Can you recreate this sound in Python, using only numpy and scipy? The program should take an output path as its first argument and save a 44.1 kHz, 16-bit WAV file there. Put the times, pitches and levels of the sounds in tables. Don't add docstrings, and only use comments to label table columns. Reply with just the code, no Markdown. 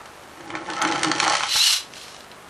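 import sys
import numpy as np
from scipy import signal
from scipy.fft import rfft, irfft, next_fast_len
from scipy.io import wavfile
from scipy.ndimage import uniform_filter1d, map_coordinates

SR = 44100
rng = np.random.default_rng(int(sys.argv[2]) if len(sys.argv) > 2 else 0)


def how_loud(loudness_db):
    steps = np.asarray(loudness_db, float) / 20
    return 10 ** steps


def output_pcm(signal):
    pcm = np.clip(np.atleast_2d(signal).T, -1, 1) * 32767
    wavfile.write(sys.argv[1], SR, np.round(pcm).astype(np.int16))


N = 110161

# (centre [Hz], width [Hz], level [dB])
BOARD = [(160, 60, -6), (240, 24, -5), (322, 18, 5), (592, 34, -2), (825, 40, 3), (1088, 28, 2),
         (1310, 60, -2), (1525, 50, -4), (1790, 50, -4), (2250, 70, -5)]
# (centre [Hz], width [Hz], level [dB])
SHELL = [(2124, 200, -4.5), (3070, 124, 10), (4390, 330, 3), (5570, 124, 10.5), (6200, 570, -1),
         (9240, 170, -5)]
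# (centre [Hz], width [Hz], level [dB])
GEARBOX = [(2860, 380, -4), (4120, 440, 2.5), (5750, 800, -10)]


def unit(x):
    return x / np.sqrt(np.mean(x ** 2) + 1e-20)


def curves(rows):
    s, *columns = np.transpose(rows)
    time = np.arange(N) / SR
    return [np.interp(time, s, c, left=c[0] - 60, right=c[-1] - 60) for c in columns]


def along(points, hz):
    f, value = np.transpose(points)
    return np.interp(np.log(hz + 1), np.log(f + 1), value)


def wobble(rate):
    knots = rng.standard_normal(int(N * rate / SR) + 4)
    return map_coordinates(knots, [np.arange(N) * rate / SR])


def filtered(x, response):
    m = next_fast_len(x.shape[-1] + 8192)
    spectrum = rfft(x, m) * response(np.fft.rfftfreq(m, 1 / SR))
    return irfft(spectrum, m)[..., :x.shape[-1]]


def colour(x, points):
    return filtered(x, lambda hz: how_loud(along(points, hz)))


def body(x, peaks, between_db):
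    def response(f):
        total = how_loud(between_db)
        for k, (centre, width, db) in enumerate(peaks):
            resonance = 1j * f * width / (centre * centre - f * f + 1j * f * width)
            total = total + (-1) ** k * how_loud(db) * resonance
        return total
    return filtered(x, response)


def grit(rate, spread_db):
    hits = rng.random(N) < rate / SR
    extra_db = spread_db * rng.exponential(size=N).clip(0, 3.5)
    return hits * rng.standard_normal(N) * how_loud(extra_db)


def hiss():
    # (frequency [Hz], level [dB])
    hiss_tone = [(15, -52), (30, 2), (55, -10), (150, -8), (700, -3), (1400, -5.5), (2400, -12),
                 (5000, -19), (14400, -24)]
    return how_loud(-44.5) * unit(colour(rng.standard_normal(N), hiss_tone))


def buzz():
    first_s, period_s = .0158, .02
    slip_after_s, slip_s = 1.2, -.0099
    rise_s, fall_s = .00004, .00019
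    s = np.arange(first_s, N / SR, period_s)
    at = np.round((s + slip_s * (s > slip_after_s)) * SR).astype(int) - 3
    ticks, t = np.zeros(N + SR), np.arange(60) / SR
    ticks[at] = (-1.) ** np.arange(len(s)) * how_loud(rng.standard_normal(len(s)))
    shape = np.exp(-t / fall_s) * (1 - np.exp(-t / rise_s))
    return how_loud(-26.5) * np.convolve(ticks, shape)[:N]


def room(x):
    # (frequency [Hz], time [s])
    decay = [(300, 0.44), (3000, 0.25), (10000, 0.14)]
    hz, t, z = signal.stft(rng.standard_normal((2, SR // 3)), SR, nperseg=256)
    tail = signal.istft(z * how_loud(-60 * t / along(decay, hz)[:, None]), SR, nperseg=256)[1]
    late = np.pad(x, (200, 0))[None]
    return signal.fftconvolve(late, tail / np.linalg.norm(tail[0]), axes=1)[:, :N]


def free_run():
    # (time [s], teeth meeting [Hz], whine boost [dB])
    mesh = [(1.47, 400, 0), (1.51, 600, 2), (1.54, 845, 2), (1.57, 1060, 2), (1.6, 1300, 2),
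            (1.62, 1395, 1), (1.65, 1520, -1), (1.68, 1420, -3), (1.71, 1350, -6), (1.75, 950, -9),
            (1.9, 400, -12)]
    # (time [s], level [dB])
    free_level = [(1.46, -62), (1.466, -36.5), (1.558, -21.5), (1.62, -20.5), (1.746, -21), (1.892, -59),
                  (1.972, -41.5), (2.16, -48.5), (2.25, -55)]
    # (frequency [Hz], level [dB])
    race_tone = [(300, -50), (600, -22), (1200, -11), (2400, -8), (4200, -3), (6500, -6), (12000, -13),
                 (14500, -26)]
    jitter = .025
    s, hz, boost_db = np.transpose(mesh)
    time = np.arange(N) / SR
    tooth_hz = np.interp(time, s, hz)
    teeth_passed = np.cumsum(tooth_hz * (1 + .008 * wobble(120))) / SR
    count = np.arange(1, int(teeth_passed[-1]))
    at = np.interp(count + jitter * rng.standard_normal(len(count)), teeth_passed, np.arange(N))

    taps = np.arange(-8, 8)
    lag = taps - (at % 1)[:, None]
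    size = how_loud(0.5 * rng.standard_normal(len(at)))[:, None]
    pulses = size * np.sinc(lag) * np.cos(np.pi * lag / 18) ** 2
    places = (at.astype(int)[:, None] + taps).clip(0, N - 1)
    teeth = np.bincount(places.ravel(), pulses.ravel(), N)

    ringing = body(body(teeth, GEARBOX, between_db=-16), GEARBOX, between_db=-10)
    whine = colour(ringing, race_tone) / np.sqrt(tooth_hz)
    fast = slice(round(s[4] * SR), round(s[7] * SR))
    whine = whine * how_loud(np.interp(time, s, boost_db) + 2 * wobble(60)) / np.std(whine[fast])
    rattle = unit(colour(body(grit(12000, spread_db=1.5), GEARBOX, between_db=-6), race_tone))
    level_db, = curves(free_level)
    return how_loud(level_db + 1.35 * wobble(90)) * (rattle + whine)


def rolling():
    # (time [s], board setting [dB], deep part over it [dB], gear whir [dB])
    roll = [(0.0, -24.5, -9, -56), (0.022, -39.5, -41, -64), (0.154, -57, -4, -61), (0.548, -31, -1, -52),
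            (0.556, -29.5, -2.5, -44), (0.632, -35.5, -9, -54), (0.694, -26, -0.5, -46.5),
            (0.802, -26, -14, -38.5), (0.846, -20.5, -4, -38.5), (0.966, -21.5, -8, -36),
            (1.202, -22, -4, -31), (1.266, -10, -24, -27.5), (1.288, -21, -7, -28), (1.346, -16, -21, -28),
            (1.376, -24.5, -27.5, -27.5), (1.438, -30, -32, -30.5), (1.5, -62, -19, -36),
            (1.532, -66, -42, -27), (1.558, -19, -65, -39), (1.6, -63, -57, -34)]
    # (frequency [Hz], level [dB])
    rumble_tone = [(55, -40), (95, -9), (300, -4), (900, 0), (2000, -4), (3500, -16), (5000, -50)]
    # (frequency [Hz], level [dB])
    whir_tone = [(900, -20), (1800, -3.5), (4400, -13.5), (9000, -16), (12000, -25.5), (15000, -77)]
    board_db, deep_db, gear_db = curves(roll)
    bumps = grit(900, spread_db=2)
    modes = np.zeros(N)
    for k, mode in enumerate(BOARD):
        sway = how_loud(2.2 * wobble(20))
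        modes += (-1) ** k * sway * body(bumps, [mode], between_db=-120)
    board = colour(modes + how_loud(-12) * bumps, rumble_tone)

    deep = filtered(board, lambda hz: 1 / (1 + (hz / 470) ** 8))
    upper_wood = how_loud(2.45 * wobble(27.55)) * unit(board - deep)
    deep_wood = how_loud(np.minimum(deep_db, 6) + 2.3 * wobble(25.37)) * unit(deep)
    gears = unit(colour(body(grit(1100, spread_db=3), SHELL, between_db=-4), whir_tone))
    return how_loud(board_db - 7) * (upper_wood + deep_wood) + how_loud(gear_db + 1.34 * wobble(69.6)) * gears


def crack_burst(tilt_db):
    # (frequency [Hz], level [dB])
    crack_tone = [(300, -88), (900, 0), (1800, 4), (3000, 2), (6500, -3.5), (9000, -8.5), (11000, -28)]
    t60_s, rise_s = .012, .001
    t = np.arange(SR // 20) / SR
    b = rng.standard_normal(len(t)) * how_loud(-60 * t / t60_s) * (1 - np.exp(-t / rise_s))
    tilt_db = np.clip(tilt_db, -18, 16)
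    b = filtered(colour(b, crack_tone), lambda hz: how_loud(tilt_db * np.log2((hz + 50) / 4000)))
    return b / np.sqrt(np.max(uniform_filter1d(b ** 2, size=40)))


def gear_ticks():
    # (time [s], strength [dB])
    last_ticks = [(1.9362, -20.5), (1.9544, -29), (1.9667, -23.5), (1.9794, -26), (2.013, -23),
                  (2.038, -31), (2.0514, -33), (2.066, -39), (2.0814, -24), (2.145, -27), (2.164, -27),
                  (2.2054, -27), (2.3146, -26.5)]
    tick = np.zeros(N)
    for s, db in last_ticks:
        i, burst = round(s * SR), crack_burst(tilt_db=0)
        tick[i:i + len(burst)] += how_loud(db - 5.5) * burst
    return body(tick, GEARBOX, between_db=-7.5)


def clacks():
    # (time [s], strength [dB], board knock over it [dB], brightness before limits [dB per octave])
    clack_list = [(0.0571, -28, 4, -1.5), (0.407, -26, -21, -4.5), (0.4774, -28.5, -13, -5),
                  (0.5028, -18.5, -15, -7), (0.5518, -13, 2.5, -5.5), (0.5717, -20, -8, -8),
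                  (0.6607, -24.5, -16, -4.5), (0.701, -14.5, -9, 0), (0.7341, -20, -22, -0.5),
                  (0.7653, -19.5, -16, -1.5), (0.8161, -8.5, -23, -5), (0.8215, -11, 0, 17.5),
                  (0.8493, -9, 7, -5), (0.8756, -17, -4, 1), (0.8863, -17, -20, -3), (0.913, -15.5, -3, -1),
                  (0.9223, -10, 0, -2), (0.943, -29, -20, 15), (0.9574, -15.5, 10, -1),
                  (1.0317, -4.5, -28, 3), (1.045, -9, 3, 1), (1.1149, -5.5, 2.5, -1.5), (1.2, -3, -1, 0.5),
                  (1.2275, -14.5, 11.5, 4), (1.2613, -24, 8, 3), (1.2783, -11.5, 9.5, 4),
                  (1.2974, -8.5, -9, 3.5), (1.3514, -7.5, 0, -1.5), (1.3672, -13, -24.5, 5),
                  (1.4065, -11.5, 4, -5), (1.434, -5, -27, -5), (1.4386, -18, 11, -10),
                  (1.4563, -16.5, -13, -1.5), (1.5565, -12.5, 4.5, -8)]
    crack, knock = np.zeros(N), np.zeros(N)
    thump = np.hanning(90) * np.sin(2 * np.pi * 1250 * np.arange(90) / SR)
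    for s, db, board_db, tilt_db in clack_list:
        i, burst = round(s * SR), crack_burst(tilt_db)
        crack[i:i + len(burst)] += how_loud(db - 10) * burst
        knock[i:i + 90] += how_loud(db + board_db) * thump
    return body(crack, SHELL, between_db=1.0) + body(knock, BOARD, between_db=-13)


def scene():
    # (frequency [Hz], level [dB])
    side_tone = [(60, -20), (500, -24.5), (4000, -19.5), (9000, -11)]
    toy = free_run() + rolling() + clacks() + gear_ticks()
    near, wide = room(toy)
    mid = toy + how_loud(-8.5) * near + hiss() + buzz()
    side = -.035 * toy + colour(wide, side_tone)
    return np.array([mid + side, mid - side])


def top_cut(x):
    return signal.sosfilt(signal.butter(12, 14390, fs=SR, output="sos"), x)


def record(dry):
    # (frequency [Hz], level against the whole sound [dB])
    kept = [(70, -70), (110, -44), (560, -35), (760, -59.5), (7000, -52), (9500, -51.5), (12000, -37.5),
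            (14400, -37.5)]
    bass_cut_hz, ceiling = 41, .8
    ragged_db, side_gate_db = 5, -90.5
    dry = filtered(dry, lambda hz: 1 / (1 + (bass_cut_hz / (hz + 1)) ** 6))
    left, right = dry / (1 + np.abs(dry / ceiling) ** 6) ** (1 / 6)
    hz, _, z = signal.stft([(left + right) / 2, (left - right) / 2], SR, nperseg=1536)

    def smooth(v):
        return uniform_filter1d(uniform_filter1d(v, size=10, axis=-2), size=2, axis=-1)

    ragged = how_loud(ragged_db * unit(smooth(rng.standard_normal(z.shape))))
    band = smooth(np.abs(z) ** 2) * ragged ** 2
    whole = uniform_filter1d(np.sum(np.abs(z[0]) ** 2, 0), size=4)
    strong = band[0] > whole * how_loud(along(kept, hz))[:, None] ** 2
    strong_side = strong & (band[1] > how_loud(side_gate_db) ** 2)
    mid, side = signal.istft(z * [strong, strong_side], SR, nperseg=1536)[1][:, :N]
    return top_cut(np.array([mid + side, mid - side]))


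dry = scene()
out = record(dry)
output_pcm(out)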